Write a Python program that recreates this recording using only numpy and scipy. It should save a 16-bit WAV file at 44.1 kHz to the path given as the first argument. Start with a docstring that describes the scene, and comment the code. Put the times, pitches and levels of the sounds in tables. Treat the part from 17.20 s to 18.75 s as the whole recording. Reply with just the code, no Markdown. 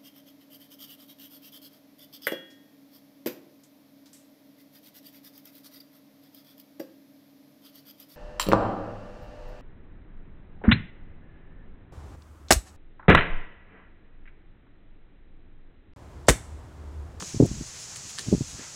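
"""Twigs crack and dry leaves scuff under the paws of puppies tugging at a bag strap outdoors.
Right at the microphone come two clusters of dull bumps, probably from handling: soft pushes that
ring the camera body, over a low rubbing rumble. Down on the ground each twig breaks with a click
and a short woody ring, and the leaves crackle in many tiny fractures. A steady airy hiss lies behind."""
import sys
import numpy as np
from scipy.fft import rfft, irfft, next_fast_len
from scipy.io import wavfile

SR = 44100
rng = np.random.default_rng(int(sys.argv[2]) if len(sys.argv) > 2 else 0)


def wrap_up_sound(samples):
    """Save the sound to the file named by the first command line argument, as 16-bit audio."""
    columns = np.atleast_2d(samples).T
    # keep every value between -1 and 1, then stretch to whole-number steps
    tamed = np.clip(columns, -1, 1)
    steps = np.round(tamed * 32767).astype(np.int16)
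    wavfile.write(sys.argv[1], SR, steps)


N = 68355

# Dull bumps close to the microphone. Each row: time in seconds, level in dB, pitch in Hz.
BUMPS = [(0.1467, -24, 251), (0.1646, -30.5, 166), (0.173, -25, 100), (0.2028, -3, 280.8),
         (0.2102, -8, 259), (.2249, -10, 260), (0.2273, -7, 201), (0.2346, -9, 200), (.2426, -21, 174),
         (.2516, -23, 328), (.2574, -23, 380), (0.3153, -21, 177), (0.4119, -23.5, 205), (1.0862, -19, 156),
         (1.1191, -22, 260), (1.1279, -7.5, 267), (1.133, -15.5, 292), (1.1378, -9.5, 195),
         (1.1425, -18, 173.4), (1.1495, -14.5, 228), (1.1807, -27.5, 171), (1.21, -17, 205.2),
         (1.2176, -21, 124)]
# Ring of the camera body. Each row: frequency in Hz, dB against the bump, t60 in seconds.
BODY_MODES = [(117, -15, 0.082), (288, -20, 0.057), (403, -19.5, 0.023), (551, -21, 0.025),
              (660, -38.5, 0.036)]
BUMP_REBOUND, BODY_ATTACK_S = 0.42, 0.00066
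# Close rubbing. Each row: start in seconds, length in seconds, rms level in dB, tilt in dB per octave.
RUBS = [(0.013, 0.021, -40, 6.5), (0.06, 0.024, -45, -4.5), (0.134, 0.039, -39, -1),
        (0.194, 0.054, -24.5, 5.5), (0.263, .16, -36, -4), (.45, 0.041, -50, -9),
        (0.848, 0.023, -50.5, -0.5), (0.99, .05, -52, 5.5), (1.059, .04, -38.5, 2.5),
        (1.099, 0.073, -32, -4), (1.21, 0.094, -46.5, -5.5), (1.324, 0.0227, -39.5, -3),
        (1.379, 0.039, -48.5, 3)]
# Colour of the rubbing before its tilt. Each row: frequency in Hz, level in dB.
RUB_COLOUR = [(15, -24), (35, -9.5), (80, 2.5), (135, -1.5), (250, -7), (400, -14), (700, -31.5),
              (1500, -82)]
RUB_ATTACK_S, RUB_RELEASE_T60_S, RUB_PIVOT_HZ = 0.0074, 0.071, 150

# Twigs and stalks cracking underfoot.
# Each row: start in seconds, level in dB, centre in Hz, woody ring in dB against the crack.
SNAPS = [(.006, -25, 1550, -20.5), (0.01, -30, 6000, -41), (0.0245, -22, 1270, -35), (.028, -32, 595, -35),
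         (0.264, -15, 12000, -44), (0.489, -31, 12000, -40), (0.723, -33, 1200, -28),
         (.981, -30, 4500, -12), (0.9861, -19, 1900, -37), (0.9867, -13.5, 4400, -28),
         (0.993, -12.5, 5800, -25.5), (1.0115, -23, 6500, -30.5), (1.395, -34.5, 400, -13)]
# Woody ring of a twig. Each row: frequency in Hz, relative level in dB, t60 in seconds.
TWIG_MODES = [(1780, 6.5, 0.028), (1200, -13, .025), (1647, -4.5, 0.043)]
SPLINTER_DB, SPLINTER_T60_S = -11, 0.0047  # level against the break
CRUMB_DB, CRUMB_T60_S = -30, 0.05  # level against the break
# Paws scuffing the leaves.
# Each row: middle in seconds, length in seconds, level in dB, centre in Hz, width in octaves.
SCUFFS = [(.025, .04, -46, 7000, .8), (0.032, 0.09, -56.5, 920, 1.3), (0.091, 0.055, -42, 4870, 2.2),
          (0.259, 0.0034, -35, 10850, 0.9), (.475, 0.036, -45, 9000, .8), (0.56, 0.032, -45, 3570, 1.4),
          (0.619, 0.046, -41, 6960, 1.25), (0.744, 0.065, -53, 1200, 0.94),
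          (.762, 0.0056, -32.5, 7000, 2.2), (0.769, 0.0058, -32, 10000, 0.96),
          (0.898, 0.033, -38.5, 7040, 1.6), (.995, 0.0031, -36.5, 3000, 2.3),
          (0.999, 0.031, -36, 6000, 1.55), (1.074, 0.089, -46, 4000, 1.5), (1.305, 0.064, -44, 6470, 1.2),
          (1.43, 0.086, -47, 1390, 0.9)]
SCUFF_GRAINS_PER_S, GRAIN_SPREAD_DB = 5100, 1.5
LITTER_DB, LITTER_TICKS_PER_S = -57, 270
# Treble loss of the sounds from the ground. Each row: frequency in Hz, gain in dB.
GROUND_TREBLE = [(7000, -2), (10000, -5.5), (12000, -22), (16000, -18)]

# Colour of the high background hiss. Each row: frequency in Hz, level in dB.
HISS_COLOUR = [(1470, -36), (2500, -8.5), (3600, -10), (4300, -6), (5100, -2.5), (6000, 1.5), (6700, 3),
               (7700, -2), (8700, -11), (10200, -15), (11400, -22.5), (14000, -26), (15700, -32.5)]
# Slow drift of the hiss. Each row: time in seconds, level in dB before the trim.
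HISS_DRIFT = [(0.0, -40.5), (0.202, -44.5), (0.414, -45), (0.754, -43), (1.55, -44.5)]
# Colour of the open air. Each row: frequency in Hz, level in dB.
AIR_COLOUR = [(30, -3), (70, 6.5), (130, 10), (250, -2), (500, -2), (1000, -3), (2000, -3), (3000, -14.5),
              (5000, -5), (12000, -40)]
HISS_TRIM_DB, AIR_DB = 0.5, -51
BAND_LIMIT_HZ = 15830


def bumps():
    """Close to the microphone, each soft contact pushes, rebounds and briefly rings the camera body."""
    out, now = np.zeros(N), np.arange(N) / SR
    for at, db, hz in BUMPS:
        phase = np.pi * hz * (now - at)
        push = (2 * phase ** 2 - 1 + 2 * BUMP_REBOUND * phase) * np.exp(-phase ** 2)
        age = np.maximum(now - at, 0)
        attack = 1 - np.exp(-(age / BODY_ATTACK_S) ** 2)
        out += amp(db) * (push + attack * ring(BODY_MODES, age))
    return out


def rubbing():
    """Low rubbing around the bumps: each stretch starts quickly, holds and dies away."""
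    out, now = np.zeros(N), np.arange(N) / SR
    for start, length, db, tilt in RUBS:
        attack = np.clip((now - start) / RUB_ATTACK_S, 0, 1)
        release = amp(-60 * np.maximum(now - start - length, 0) / RUB_RELEASE_T60_S)
        colour = [(hz, level + tilt * np.log2(hz / RUB_PIVOT_HZ)) for hz, level in RUB_COLOUR]
        out += amp(db) * attack * release * noise(colour)
    return out


def twig_snaps():
    """A twig gives under a paw: one clean break, brief splintering, a spray of crumbs, a woody ring."""
    out, now = np.zeros(N), np.arange(N) / SR
    for start, db, hz, ring_db in SNAPS:
        age = np.maximum(now - start, 0)
        click = np.arange(N) == round(start * SR)
        splinters = amp(SPLINTER_DB - 60 * age / SPLINTER_T60_S)
        crumbs = amp(CRUMB_DB - 60 * age / CRUMB_T60_S)
        debris = (now >= start) * (splinters + crumbs) * rng.standard_normal(N)
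        crack = band(click + debris, hz, octaves=0.92)
        out += amp(db) * (crack / np.abs(crack).max() + amp(ring_db) * ring(TWIG_MODES, age))
    return out


def leaves():
    """Dry leaves fracture on the ground: sparse ticks throughout, swells of crackle under the paws."""
    now = np.arange(N) / SR
    ticks = band(grains(LITTER_TICKS_PER_S), centre_hz=4000, octaves=0.79)
    out = amp(LITTER_DB) * unit(ticks)
    for middle, length, db, hz, octaves in SCUFFS:
        swell = np.exp(-2 * ((now - middle) / length) ** 2)
        crackle = band(grains(SCUFF_GRAINS_PER_S), hz, octaves)
        out += amp(db) * swell * unit(crackle)
    return out


def outdoor_air():
    """In the background, a high hiss drifts a little in level over faint open air."""
    drift_db = np.interp(np.arange(N) / SR, *np.transpose(HISS_DRIFT))
    hiss = amp(drift_db + HISS_TRIM_DB) * noise(HISS_COLOUR)
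    return hiss + amp(AIR_DB) * noise(AIR_COLOUR)


def grains(per_s):
    """Tiny fractures: clicks of random time, sign and size."""
    hits = rng.random(N) < per_s / SR
    signs = np.sign(rng.standard_normal(N))
    return hits * signs * amp(GRAIN_SPREAD_DB * rng.standard_normal(N))


def ring(modes, age):
    """Damped modes, age seconds after a blow."""
    return sum(amp(db - 60 * age / t60) * np.sin(2 * np.pi * hz * age) for hz, db, t60 in modes)


def noise(colour):
    """Noise of rms 1 with a (Hz, dB) colour."""
    return unit(coloured(rng.standard_normal(N), colour))


def coloured(x, colour):
    """x through a gain curve of (Hz, dB) points."""
    points_hz, db = np.transpose(colour)
    return filtered(x, lambda hz: amp(np.interp(np.log(hz + 1), np.log(points_hz + 1), db)))


def band(x, centre_hz, octaves):
    """A broad bell-shaped band of x."""
    return filtered(x, lambda hz: np.exp(-.5 * (np.log2((hz + 1) / centre_hz) / octaves) ** 2))


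def filtered(x, response):
    """x with its spectrum multiplied by response(hz)."""
    size = next_fast_len(len(x) + 8192)
    return irfft(rfft(x, size) * response(np.fft.rfftfreq(size, 1 / SR)), size)[:len(x)]


def amp(db):
    """Decibels to gain."""
    return 10 ** (np.asarray(db) / 20)


def unit(x):
    """Scale to rms 1."""
    return x / np.sqrt(np.mean(x ** 2) + 1e-20)


def scene():
    """One microphone outdoors: bumps and rubbing up close, paws on the ground, air behind."""
    close = bumps() + rubbing()
    ground = coloured(twig_snaps() + leaves(), GROUND_TREBLE)
    return (close + ground + outdoor_air())[None]


def record(dry):
    """The camera keeps nothing above its band limit."""
    return filtered(dry[0], lambda hz: hz < BAND_LIMIT_HZ)[None]


dry = scene()
out = record(dry)
wrap_up_sound(out)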